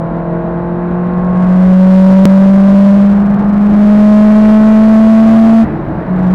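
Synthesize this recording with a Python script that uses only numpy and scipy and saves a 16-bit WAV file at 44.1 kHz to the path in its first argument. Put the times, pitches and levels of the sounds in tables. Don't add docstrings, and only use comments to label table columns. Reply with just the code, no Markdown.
import sys
import numpy as np
from scipy import signal
from scipy.fft import rfft, irfft, next_fast_len
from scipy.io import wavfile
from scipy.ndimage import uniform_filter1d

SR = 44100
rng = np.random.default_rng(int(sys.argv[2]) if len(sys.argv) > 2 else 0)


def wav_out(sig):
    wavfile.write(sys.argv[1], SR, np.round(np.clip(np.atleast_2d(sig).T, -1, 1) * 32767).astype(np.int16))


N = 279594
TIME = np.arange(N) / SR


def from_db(db):
    return 10 ** (np.asarray(db) / 20)


def unit_rms(x):
    return x / np.sqrt(np.mean(x ** 2) + 1e-20)


def bell(x, centre, width):
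    return np.exp(-(2 * (x - centre) / width) ** 2)


def drift(rate_hz):
    hop, settle = 40, 2000
    pole = np.exp(-2 * np.pi * rate_hz * hop / SR)
    white = rng.standard_normal(N // hop + settle + 2)
    slow = signal.lfilter([1], [1, -2 * pole, pole * pole], white)[settle:]
    return np.interp(np.arange(N) / hop, np.arange(len(slow)), unit_rms(slow))


def noise_pair(spectrum, apart_hz):
    size = next_fast_len(N)
    hz = np.maximum(np.fft.rfftfreq(size, 1 / SR), 1)
    points_hz, points_db = np.transpose(spectrum)
    gain = from_db(np.interp(np.log(hz), np.log(points_hz), points_db))
    coherence = 1 / (1 + (hz / apart_hz) ** 2)
    mid, side = rfft(rng.standard_normal((2, size)))
    pair = np.sqrt(1 + coherence) * mid + np.sqrt(1 - coherence) * side * [[1], [-1]]
    return unit_rms(irfft(gain * pair, size)[:, :N])


# (frequency [Hz], relative density [dB])
ROAD_SPECTRUM = [(20, -8.5), (52, 5.5), (95, -7), (140, 5.5), (220, 2.5), (400, -6), (700, -5), (1100, -12),
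                 (1650, -15.5), (3300, -41), (3950, -41.5), (4500, -48), (7000, -63), (14000, -64.5)]


def road_and_wind(boom_gain, base_db=-23, rise_db_per_s=0.5963, swell_with_boom_db=4.2):
    level_db = base_db + rise_db_per_s * TIME + swell_with_boom_db * boom_gain + 0.73 * drift(5)
    return from_db(level_db) * noise_pair(ROAD_SPECTRUM, apart_hz=550)


# (frequency [Hz], relative density [dB])
RUMBLE_SPECTRUM = [(30, -20.5), (65, -10), (95, -12), (135, 4), (165, -2), (195, 0), (250, -20), (315, 3.5),
                   (430, -19.5), (900, -17), (2000, -51), (8000, -79)]
# (centre time [s], width [s], level [dB])
SWELLS = [(3.742, 0.074, -16.5), (5.278, 0.28, -16), (5.476, 0.16, -16.5), (5.764, 0.33, -18.5),
          (5.956, 0.11, -16), (6.28, 0.31, -20)]


def rumble():
    envelope = sum(from_db(db) * bell(TIME, centre_s, width_s) for centre_s, width_s, db in SWELLS)
    return envelope * from_db(1.1 * drift(16)) * noise_pair(RUMBLE_SPECTRUM, apart_hz=900)


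def rival(alongside_s=3.4, alongside_hz=180.8, climb_hz_per_s=5.2, level_db=-20, lane_gap_s=0.48):
    since_s = TIME - alongside_s
    hz = alongside_hz + climb_hz_per_s * since_s + 2.5 * drift(7)
    distance = np.hypot(1, since_s / lane_gap_s)
    gain = from_db(level_db + 2.4 * drift(10)) / distance
    return np.sqrt(2) * gain * np.sin(2 * np.pi * np.cumsum(hz) / SR)


LIFT_S, BITE_S = 5.61, 6.05


def throttle(coast_db, shut_s=0.053, reopen_s=0.092, reopen_share=0.73):
    shutting = np.clip(1 - (TIME - LIFT_S) / shut_s, 0, 1)
    opening = reopen_share * (1 - np.exp(-np.maximum(TIME - BITE_S, 0) / reopen_s))
    coast = from_db(coast_db)
    return coast + (1 - coast) * (shutting + opening)


# (time [s], firing rate [Hz])
REV_CURVE = [(0, 166.4), (0.81, 175.1), (2.88, 198.8), (3.56, 204.8), (5.22, 221.9), (5.6, 225.0)]


def firing_rate(gear_step=0.8135):
    pull_hz = np.interp(TIME, *np.transpose(REV_CURVE))
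    return pull_hz * np.interp(TIME, [LIFT_S, BITE_S], [1, gear_step])


# (frequency [Hz], width [Hz], lift [dB])
RESONANCES = [(341.6, 21, 8.5), (479.6, 31, 10), (538, 6.1, 4.5), (646, 31, 13.5), (866, 13, 9.5),
              (1085, 25, 8.5)]


def cabin_gain(hz):
    return 1 + sum((from_db(db) - 1) / (1 + (2 * (hz - centre_hz) / width_hz) ** 2)
                   for centre_hz, width_hz, db in RESONANCES)


# (order [x four-stroke cycle rate], level [dB])
ENGINE_ORDERS = [(3, -42.5), (5, -33.5), (7, -39.5), (8, -33), (9, -46), (10, -51), (11, -39.5), (12, -41),
                 (13, -40), (14, -42.5), (15, -41.5), (16, -40), (17, -45.5), (18, -43), (19, -44.5),
                 (20, -42.5), (21, -44.5), (22, -44.5), (23, -47.5), (24, -39), (25, -50), (26, -44.5),
                 (28, -53), (29, -55), (30, -49.5), (31, -52), (32, -55.5), (33, -52.5), (34, -51),
                 (36, -50.5), (38, -53.5), (40, -65.5), (44, -59), (48, -64), (56, -67.5), (60, -71)]
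# (order [x four-stroke cycle rate], lift [dB])
SNARL_LIFTS = [(8, 7), (16, 4.5), (36, 13.5), (44, 9.5), (48, 16), (60, 22)]


def growl(firing_hz, firing_phase, jitter_rad=0.0048, swell_db=2.0, flutter_db=0.28,
          snarl_hz=215.1, snarl_width_hz=12, start_db=1.5, slope_db_per_hz=-0.0347):
    snarl = bell(firing_hz, snarl_hz, snarl_width_hz)
    cycle_phase = firing_phase / 4 + jitter_rad * drift(30)
    burn = drift(37)
    orders = np.zeros(N)
    for order, db in ENGINE_ORDERS:
        snarl_db = snarl * dict(SNARL_LIFTS).get(order, 0)
        gain = from_db(db + snarl_db + swell_db * drift(0.91) + flutter_db * burn)
        gain *= cabin_gain(firing_hz * order / 4)
        offset = 0 if order % 4 == 0 else rng.uniform(0, 2 * np.pi)
        orders -= gain * np.cos(order * cycle_phase + offset)
    thinning = from_db(start_db + slope_db_per_hz * (firing_hz - firing_hz[0]))
    return np.sqrt(2) * orders * thinning * throttle(coast_db=-8.5)


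# (frequency [Hz], width [Hz], level [dB])
CABIN_MODES = [(177.3, 4, -30), (190.13, 14.2, 0), (198.7, 5.45, -5), (210.2, 8.45, -6), (221.27, 24.7, -1)]


def boom_envelope(firing_hz, floor_db=-19):
    modes = sum(from_db(db) * bell(firing_hz, hz, width_hz) for hz, width_hz, db in CABIN_MODES)
    return (from_db(floor_db) + modes) * throttle(coast_db=-25.5)


def boom(gain, firing_phase, waver_db=0.22):
    return np.sqrt(2) * gain * from_db(waver_db * drift(24)) * np.sin(firing_phase)


def overload(pair, ceiling=0.7, trim_db=2.35):
    driven = pair * from_db([[trim_db], [-trim_db]])
    return np.clip(driven, -ceiling, ceiling).mean(axis=0, keepdims=True)


def scene():
    firing_hz = firing_rate()
    firing_phase = 2 * np.pi * np.cumsum(firing_hz) / SR
    boom_gain = boom_envelope(firing_hz)
    engine = boom(boom_gain, firing_phase) + growl(firing_hz, firing_phase)
    return overload(engine + road_and_wind(boom_gain) + rumble() + rival())


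def skip(x, near_s=2.253, jump_s=0.0022, splice_s=0.00004):
    start, jump = int(near_s * SR), int(jump_s * SR)
    crest = start + np.argmax(uniform_filter1d(x[0], jump)[start:start + 2 * jump])
    ahead = np.pad(x, [(0, 0), (0, jump)], mode="reflect")[:, jump:]
    crossfade = np.clip((TIME - TIME[crest]) / splice_s, 0, 1)
    return x + (ahead - x) * crossfade


def record(dry):
    shelf_hz, shelf_db, stop_hz = 4000, 4.0, 16200
    skipped = skip(dry)
    treble = signal.sosfilt(signal.butter(1, shelf_hz, "high", fs=SR, output="sos"), skipped)
    bright = skipped + (from_db(shelf_db) - 1) * treble
    return signal.sosfilt(signal.cheby2(12, 60, stop_hz, fs=SR, output="sos"), bright)


dry = scene()
out = record(dry)
wav_out(out)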